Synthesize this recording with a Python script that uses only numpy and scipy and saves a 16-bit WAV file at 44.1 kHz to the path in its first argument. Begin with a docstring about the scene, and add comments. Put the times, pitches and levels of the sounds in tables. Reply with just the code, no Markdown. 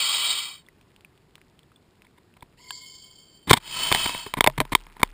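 """Air rushes from a wet, empty launch tube while spray patters and water drips.
Then a bottle fills with a thin whistling hiss and lifts off as a water rocket. Its jet slaps a small action camera
in a closed housing beside the tube; the tube vents again and falling drops knock on the housing.
Noise rings the tube and the housing; short fading sines make the drips, spray and hollow plops.
The camera samples at 12 kHz and holds each sample, which mirrors the sound into a glassy treble."""
import sys
import numpy as np
from scipy import signal
from scipy.fft import rfft, irfft, next_fast_len
from scipy.io import wavfile
from scipy.ndimage import uniform_filter1d

SR = 44100
rng = np.random.default_rng(int(sys.argv[2]) if len(sys.argv) > 2 else 0)


def inscribe(sig):
    """Save sig as 16-bit PCM at rate SR to the path in sys.argv[1].

    A 1-D sig is mono; a 2-D sig holds one channel per row.
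    Samples are clipped to [-1, 1] before scaling.
    """
    pcm = np.round(np.clip(np.atleast_2d(sig).T, -1, 1) * 32767)
    wavfile.write(sys.argv[1], SR, pcm.astype(np.int16))


N = 226409
TIME = np.arange(N) / SR
FFT_SIZE = next_fast_len(N, real=True)
FFT_HZ = np.fft.rfftfreq(FFT_SIZE, 1 / SR)

# outdoor background colour: pitch_hz, relative_db
OUTDOOR_COLOUR = [(15, -34.5), (25, -6.5), (141, 0.5), (250, -4.5), (385, -4), (555, -13), (958, -14.5),
                  (1290, -19), (3430, -23), (4940, -24.5), (5800, -30), (7540, -69), (12800, -120)]
OUTDOOR_DB, CHANNEL_NOISE_DB = -60.5, -81

# resonances of the wet open tube in each venting: pitch_hz, width_hz, relative_db
FIRST_TUBE_MODES = [(985, 340, -17.5), (1148, 184, -11.5), (1367, 32, -8), (1670, 54, -17.5),
                    (2007, 85, -9.5), (2324, 79, -3), (2510, 150, -10), (3004, 43, 1.5), (3198, 130, 2.5),
                    (3783, 110, 1), (4160, 27, -17.5), (4450, 85, 1.5), (5130, 280, -17.5), (5020, 250, -7),
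                    (5230, 50, -16.5)]
SECOND_TUBE_MODES = [(664, 44, -18.5), (970, 135, -10.5), (1303, 40, -12), (2190, 150, -18), (2595, 64, -5),
                     (3074, 78, 1), (3245, 220, -7.5), (3910, 110, -22.5), (3790, 90, -9.5),
                     (4420, 147, -7), (4956, 130, -9.5), (5350, 28, -12.5)]
# colour of the broad roar of escaping air: pitch_hz, relative_db
FIRST_ROAR_COLOUR = [(100, -28), (300, -16.5), (900, -11), (1700, -16.5), (3200, 4.5), (4600, 0.5),
                     (5400, -16), (6000, -17)]
SECOND_ROAR_COLOUR = [(60, -4.5), (170, -0.5), (500, -7.5), (1000, -9), (1700, 0), (3200, -3), (4200, -38),
                      (5200, -4), (6000, -6.5)]
# air leaving the tube before and after the launch: start_s, attack_s, end_s, release_s, tube_level_db
FIRST_VENTING = (-.1, .1, .642, .335, -24.5)
SECOND_VENTING = (3.58, .225, 4.385, .345, -26.5)
FLOW_POWER = 1.8  # the sound's height grows as this power of the flow

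# showers of fine spray settling on the ground: start_s, end_s, first_rate_per_s, thinning_s, base_level_db
SPRAY_SHOWERS = [(0, 2.56, 750, 2.6, -70.5), (3.6, 5.2, 3200, 1.6, -62)]
# the clearest drips around the launcher: start_s, peak_db, pitch_hz, t60_s
CLEAR_DRIPS = [(.6642, -49, 3450, .018), (.686, -40, 1990, .015), (.8127, -43, 3040, .0014),
               (.9629, -39, 2940, .0023), (1.0084, -39, 3030, .0011), (1.0479, -36, 2480, .011),
               (1.177, -45.5, 3100, .0018), (1.3551, -30.5, 3170, .0014), (1.381, -43, 1420, .0022),
               (1.4153, -39.5, 2350, .0022), (1.5918, -40.5, 3130, .0034), (1.632, -48, 3470, .006),
               (1.718, -48, 1280, .01), (1.76, -47, 3460, .022), (2.0204, -37.5, 2460, .0025),
               (2.068, -45, 2190, .0071), (2.3396, -48.5, 2650, .0044), (2.4081, -46, 3480, .008)]

# drops landing on the housing, short when square, long when smeared, after a few faint early splats on soft
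# ground made the same way: start_s, contact_s, base_level_db, brightness_db_per_mode_group
WATER_DROPS = [ (2.045, .0074, -58, 1.5), (2.1775, .0086, -55.5, -1.5), (2.3665, .006, -54.5, -1),
               (2.4233, .0056, -43, -3.8), (3.915, .0034, -20, -3), (3.9243, .0011, -18.5, 4),
               (3.9469, .0022, -19, 2.3), (3.9549, .009, -31, 5), (4.057, .0057, -24, -.3),
               (4.0925, .0019, -29.5, -1), (4.1462, .004, -31, -1.5), (4.2632, .0051, -36.5, -2.8),
               (4.3381, .00065, -24.3, -.3), (4.368, .022, -28, -3.3), (4.4068, .002, -13, 1.7),
               (4.4416, .001, -17.5, 0), (4.4631, .0007, -19, -2.5), (4.4728, .0014, -11, -1),
               (4.4983, .0012, -37, -3.3), (4.577, .0073, -27, -1.5), (4.6021, .0011, -18, .2),
               (4.606, .01, -26.5, -5), (4.6509, .0021, -42, -2.6), (4.7185, .016, -23.3, -1.3),
               (4.7503, .0012, -10.7, 2), (4.8658, .0028, -49, -3), (4.9661, .0019, -47, -4),
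               (4.995, .012, -40, -2.5), (5.0146, .0032, -40, -4), (5.0299, .0026, -11.7, -1)]
# sheets of the rocket's jet hitting the housing: start_s, contact_s, base_level_db, brightness_db_per_mode_group
JET_SHEETS = [(3.471, .022, -31, -2.5), (3.4951, .003, -25.5, 4), (3.5012, .0066, -17, 1.2),
              (3.5088, .0035, -5, -3.3), (3.516, .015, -35.5, 3.5), (3.5301, .0085, -9, 1.8),
              (3.541, .011, -32.5, -2.8), (3.557, .026, -33.5, 2.5), (3.5685, .0058, -26, 0)]
# how strongly water rings each group of modes: shell_db, walls_db, window_db, film_db
DROP_GROUP_BALANCE = (-7.7, .5, -1, -4)
JET_GROUP_BALANCE = (-6.7, -2, -3, -1.3)
# modes of the whole housing shell: pitch_hz, width_hz, relative_db
SHELL_MODES = [(110, 216, -2), (292, 191, -1)]
# modes of the housing walls: pitch_hz, width_hz, relative_db
WALL_MODES = [(400, 142, -8.5), (679, 360, -10), (993, 146, -0.5)]
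# modes of the lens window: pitch_hz, width_hz, relative_db
WINDOW_MODES = [(1577, 660, -2), (2244, 330, 5.5)]
# modes of the water film on the window: pitch_hz, width_hz, relative_db
FILM_MODES = [(3070, 296, -2.5), (3644, 310, 0.5), (4440, 370, -7), (5350, 590, -13)]
# the longer water presses, the more it moves the shell: dB for each doubling of the usual contact time
PRESS_DB, USUAL_CONTACT_S = 2.6, .003
PRESSURE_BUILD_SHARE = .06  # part of the contact time over which pressure builds
SPATTER_PER_S, SPATTER_FADE_S = 500, .016
# the camera sways on its mount after each thump
ROCKING_HZ, ROCKING_T60_S, JET_ROCKING_DB, DROP_ROCKING_DB = 33.5, .95, -46, -23

# resonances of the tube capped by the bottle: pitch_hz, width_hz, relative_db
CAPPED_TUBE_MODES = [(3234, 130, -4), (3550, 120, -13.5), (3900, 66, -12.5), (4600, 91, -7.5),
                     (4494, 110, 0.5), (4610, 310, -1), (5060, 82, -12), (5210, 240, -3)]
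# whistles of the air inlet: pitch_hz, width_hz, relative_db
INLET_TONES = [(1025, 12, -8), (2183, 24, -1.5)]
# whistles of the tube at full pressure: pitch_hz, width_hz, relative_db
TUBE_TONES = [(3130, 42, -4.5), (4575, 55, -6.5)]
# rise and fade of the three filling sounds: opening_db, peak_s, peak_db, fade_db_per_s
HISS_RISE_AND_FADE = (-66, 2.72, -41.3, 37)
INLET_RISE_AND_FADE = (-58, 2.75, -50.5, 45)
TUBE_RISE_AND_FADE = (-61, 2.88, -49.3, 12.5)
# the valve is open from the start of filling until lift-off
FILL_START_S, LIFTOFF_S, VALVE_S = 2.57, 3.49, .006
# one plastic tick as the bottle swells: start_s, base_level_db
BOTTLE_TICK = (2.7063, -29)
# ringing modes of the bottle: pitch_hz, relative_db, t60_s
BOTTLE_MODES = [(770, -11, 0.011), (1027, -3.5, 0.023), (1650, -3, 0.027), (2630, -5.5, 0.011),
                (3120, 3, 0.02), (3560, -1.5, .012), (4500, 1.5, 0.013)]

# hollow notes of the fattest drops: start_s, peak_db, pitch_hz, t60_s
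HOLLOW_PLOPS = [(4.264, -31, 400, 0.042), (4.474, -13, 625, 0.047), (4.473, -29, 138, 0.13),
                (4.582, -22.5, 137.8, 0.14), (4.606, -20, 620, .05)]

OVERLOAD = .95  # the camera clips at this height
CUTOFF_HZ = 15400


def from_db(db):
    """Turn decibels into a multiplying factor."""
    return 10 ** (np.asarray(db) / 20)


def rms_one(x):
    """Scale a sound to an average strength (rms) of 1."""
    return x / np.sqrt(np.mean(np.abs(x) ** 2) + 1e-30)


def add(out, start_s, sound):
    """Mix a short sound in at its start time."""
    at = round(start_s * SR)
    out[at:at + len(sound)] += sound[:N - at]


def shaped_noise(gain):
    """White noise with a gain at each frequency, rms 1."""
    white = rfft(rng.standard_normal(FFT_SIZE))
    return rms_one(irfft(white * gain, FFT_SIZE)[:N])


def drift(hz):
    """Random wandering, mostly slower than the given frequency, with a spread of 1."""
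    return shaped_noise(1 / (1 + (FFT_HZ / hz) ** 2))


def noise(colour):
    """Noise of the given colour, rms 1."""
    hz, db = np.transpose(colour)
    gain_db = np.interp(np.log(FFT_HZ + 1), np.log(hz), db)
    return shaped_noise(from_db(gain_db))


def resonate(x, modes):
    """Let a sound ring side-by-side resonances of alternating sign."""
    out = 0
    for k, (hz, width_hz, db) in enumerate(modes):
        radius = np.exp(-np.pi * width_hz / SR)  # closer to 1 rings longer
        feed = np.array([1, 0, -1]) * (1 - radius ** 2) / 2
        feedback = [1, -2 * radius * np.cos(2 * np.pi * hz / SR), radius ** 2]
        ringing = signal.lfilter(feed, feedback, x + 1e-18)
        out = out + (-1) ** k * from_db(db) * ringing
    return out


def ping(hz, t60_s):
    """A sine that swells over about half a cycle and dies away; its outline peaks at 1."""
    t = TIME[:int(t60_s * SR) + 8]
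    outline = (1 - np.exp(-2 * hz * t)) * from_db(-60 * t / t60_s)
    return np.sin(2 * np.pi * hz * t) * outline / outline.max()


def outdoor_air():
    """Steady coloured noise makes the quiet outdoor background."""
    return from_db(OUTDOOR_DB) * noise(OUTDOOR_COLOUR)


def tube_hiss(modes, flicker_db):
    """Turbulence drives each tube resonance on its own, in uneven puffs."""
    out = 0
    for hz, width_hz, db in modes:
        # two passes keep the valleys dark; widening each leaves the stated width
        mode = [(hz, width_hz / np.sqrt(np.sqrt(2) - 1), 0)]
        ringing = resonate(resonate(rng.standard_normal(N), mode), mode)
        out = out + from_db(db + flicker_db * drift(9)) * ringing
    return rms_one(out)


def gust_db(gust):
    """The flow rises, holds and runs out; give the resulting level in dB."""
    start_s, attack_s, end_s, release_s, level_db = gust
    flow = np.minimum((TIME - start_s) / attack_s, (end_s - TIME) / release_s)
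    flow = np.clip(flow, 1e-3, 1)
    return level_db + FLOW_POWER * 20 * np.log10(flow)


def venting(gust, modes, roar, roar_db, roar_growth, sputter_db, flicker_db):
    """Air rings the tube; strong flow adds a broad roar, and water in the tube makes it sputter."""
    level_db = gust_db(gust)
    roar_gain = from_db(roar_db + roar_growth * (level_db - level_db.max()))
    sputter = from_db(level_db + sputter_db * drift(60))
    return sputter * (tube_hiss(modes, flicker_db) + roar_gain * noise(roar))


def spray(share, gain_db, cycles, low_hz, high_hz, size_spread_db=2.0, count=12):
    """A share of each thinning shower lands at random; droplets of random size ring at one of several pitches."""
    size_db = gain_db + size_spread_db * np.minimum(rng.exponential(1, N), 3)
    sizes = from_db(size_db) * rng.choice([-1, 1], N)
    chance, landings = rng.random(N), np.zeros(N)
    for start_s, end_s, per_s, thinning_s, db in SPRAY_SHOWERS:
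        falling = (TIME >= start_s) * (TIME < end_s)
        rate = per_s * np.exp((start_s - TIME) / thinning_s) * falling
        landings += from_db(db) * sizes * (chance < share * rate / SR)
    pitch_number = rng.integers(0, count, N)
    out = np.zeros(N)
    for k, hz in enumerate(np.geomspace(low_hz, high_hz, count)):
        # the given number of cycles takes each note down by 60 dB
        out += np.convolve(landings * (pitch_number == k), ping(hz, cycles / hz))[:N]
    return out


def drips(tick_db=-15, tick_s=0.0045):
    """Each drip is a brief bubble note with a faint splashy tick of noise."""
    out, t = np.zeros(N), TIME[:SR // 100]
    for start_s, db, hz, t60_s in CLEAR_DRIPS:
        add(out, start_s, from_db(db) * ping(hz, t60_s))
        tick = rng.standard_normal(len(t)) * np.exp(-t / tick_s)
        add(out, start_s, from_db(db + tick_db) * tick)
    return out


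def group_levels(contact_s, level_db, bright_db, balance):
    """Bright blows favour high mode groups, dull ones low; long contact moves the shell more. Give dB."""
    levels = level_db + np.array(balance) + bright_db * (np.arange(4) - 3 / 2)
    levels[0] += PRESS_DB * np.log2(contact_s / USUAL_CONTACT_S)
    return levels


def struck(force, modes):
    """Every blow shares its energy among the modes of a group in the same proportions."""
    out = 0
    for k, (hz, width_hz, db) in enumerate(modes):
        ringing = rms_one(resonate(force, [(hz, width_hz, 0)]))
        out = out + (-1) ** k * from_db(db) * np.sqrt(width_hz) * ringing
    return out


def water_blows(blows, balance, push, spread_s, splash_db, splash_s, spatter_db):
    """Water presses, splashes and throws off droplets that fall back; the force rings four mode groups."""
    out, t = np.zeros(N), TIME[:SR // 12]
    level_window = .005 * SR  # set levels as if each blow's energy filled 5 ms
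    chance = SPATTER_PER_S / SR
    groups = (SHELL_MODES, WALL_MODES, WINDOW_MODES, FILM_MODES)
    for start_s, contact_s, level_db, bright_db in blows:
        after = np.maximum(t - contact_s, 0)
        build = 1 - np.exp(-t / (PRESSURE_BUILD_SHARE * contact_s))
        contact = build * np.exp(-after / spread_s)
        splash = from_db(splash_db) * np.exp(-after / splash_s)
        droplets = (rng.random(len(t)) < chance) * rng.standard_normal(len(t)) / np.sqrt(chance)
        spatter = from_db(spatter_db) * np.exp(-after / SPATTER_FADE_S) * droplets
        levels = group_levels(contact_s, level_db, bright_db, balance)
        for modes, db in zip(groups, levels):
            rough = (contact + splash) * rng.standard_normal(len(t))
            sound = struck(push * contact + rough + spatter, modes)
            to_level = np.sqrt(level_window / np.sum(sound ** 2))
            add(out, start_s, from_db(db) * sound * to_level)
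    return out


def rocking(blows, balance, gain_db):
    """Each thump feeds the camera's slow sway, which dies away and reaches the microphone as a deep hum."""
    energy, dying = np.zeros(N), from_db(-60 * TIME / ROCKING_T60_S)
    for start_s, contact_s, level_db, bright_db in blows:
        thump_db = group_levels(contact_s, level_db, bright_db, balance)[0]
        add(energy, start_s, (from_db(thump_db + gain_db) * dying) ** 2)
    swing = np.sqrt(np.abs(uniform_filter1d(energy, size=SR // 50)))  # smoothed over 20 ms
    hum = np.sin(2 * np.pi * ROCKING_HZ * TIME + .5 * drift(4))
    return swing * rms_one(hum)


def fill_gain(rise_and_fade):
    """While the valve is open, the sound swells to a peak and then fades steadily as the bottle fills."""
    opening_db, peak_s, peak_db, fade_db_per_s = rise_and_fade
    valve = np.clip(np.minimum(TIME - FILL_START_S, LIFTOFF_S - TIME) / VALVE_S, 0, 1)
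    swell_db = np.interp(TIME, [FILL_START_S, peak_s], [opening_db, peak_db])
    fade_db = fade_db_per_s * np.maximum(TIME - peak_s, 0)
    return valve * from_db(swell_db - fade_db)


def whistles(tones, pitch):
    """Unsteady tones, each wandering in strength and phase within its width."""
    turns = 2 * np.pi * np.cumsum(pitch) / SR
    out = 0
    for hz, width_hz, db in tones:
        wandering = drift(width_hz) * np.cos(hz * turns) + drift(width_hz) * np.sin(hz * turns)
        out = out + from_db(db) * wandering
    return out


def filling(flutter_db=1.8, start_jitter=.09, start_flat=.055, settle_s=.17):
    """Air squeezes into the bottle: hiss dies down and leaves thin whistles that rise with the pressure."""
    # the whistles are flat and breathy until the flow has settled
    unsettled = np.exp(-np.maximum(TIME - FILL_START_S, 0) / settle_s)
    pitch = 1 - start_flat * unsettled + start_jitter * unsettled ** 2 * drift(200)
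    puffs = tube_hiss(CAPPED_TUBE_MODES, flicker_db=3)
    band = signal.butter(6, [2850, 5400], "band", fs=SR, output="sos")
    hiss = rms_one(signal.sosfilt(band, puffs))
    out = fill_gain(HISS_RISE_AND_FADE) * from_db(flutter_db * drift(25)) * hiss
    out += fill_gain(INLET_RISE_AND_FADE) * whistles(INLET_TONES, pitch)
    out += fill_gain(TUBE_RISE_AND_FADE) * whistles(TUBE_TONES, pitch)
    return out


def bottle_tick():
    """The plastic ticks once as the bottle swells, ringing all its modes together."""
    out = np.zeros(N)
    start_s, tick_db = BOTTLE_TICK
    for k, (hz, db, t60_s) in enumerate(BOTTLE_MODES):
        add(out, start_s, (-1) ** k * from_db(tick_db + db) * ping(hz, t60_s))
    return out


def plops():
    """Fat drops leave short hollow notes, each a fading sine."""
    out = np.zeros(N)
    for start_s, db, hz, t60_s in HOLLOW_PLOPS:
        add(out, start_s, from_db(db) * ping(hz, t60_s))
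    return out


def scene():
    """Everything reaches both channels alike, apart from a trace of noise in each."""
    mono = outdoor_air()
    mono += venting(FIRST_VENTING, FIRST_TUBE_MODES, FIRST_ROAR_COLOUR,
                    roar_db=-6, roar_growth=0.5, sputter_db=0.86, flicker_db=1.3)
    # fine mist, then fewer and sharper ticks
    mono += spray(share=0.91, gain_db=0, cycles=20.0, low_hz=900, high_hz=5400, size_spread_db=2.5)
    mono += spray(share=.045, gain_db=16.3, cycles=4.0, low_hz=2000, high_hz=5200, size_spread_db=2.8)
    mono += drips()
    mono += water_blows(WATER_DROPS, DROP_GROUP_BALANCE, push=0.18, spread_s=.0007,
                        splash_db=-25.5, splash_s=0.0045, spatter_db=-37)
    mono += rocking(WATER_DROPS, DROP_GROUP_BALANCE, DROP_ROCKING_DB)
    mono += filling() + bottle_tick()
    mono += water_blows(JET_SHEETS, JET_GROUP_BALANCE, push=0.06, spread_s=.0012,
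                        splash_db=-30, splash_s=.003, spatter_db=-32)
    mono += rocking(JET_SHEETS, JET_GROUP_BALANCE, JET_ROCKING_DB)
    mono += venting(SECOND_VENTING, SECOND_TUBE_MODES, SECOND_ROAR_COLOUR,
                    roar_db=-5.5, roar_growth=0.087, sputter_db=1.1, flicker_db=1.1)
    mono += plops()
    channel_noise = np.array([noise(OUTDOOR_COLOUR), noise(OUTDOOR_COLOUR)])
    return mono + from_db(CHANNEL_NOISE_DB) * channel_noise


def record(dry):
    """Sample at 12 kHz and clip; holding each sample mirrors the spectrum around 6 and 12 kHz."""
    coarse = signal.resample_poly(dry, 40, 147, axis=1)  # 44.1 to 12 kHz
    coarse = np.clip(coarse, -OVERLOAD, OVERLOAD)
    steps = np.repeat(coarse, 4, axis=1)  # each sample held, now at 48 kHz
    held = signal.resample_poly(steps, 147, 160, axis=1)[:, :N]  # back to 44.1 kHz
    lowpass = signal.ellip(10, .2, 80, CUTOFF_HZ, fs=SR, output="sos")
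    return signal.sosfilt(lowpass, held)


dry = scene()
out = record(dry)
inscribe(out)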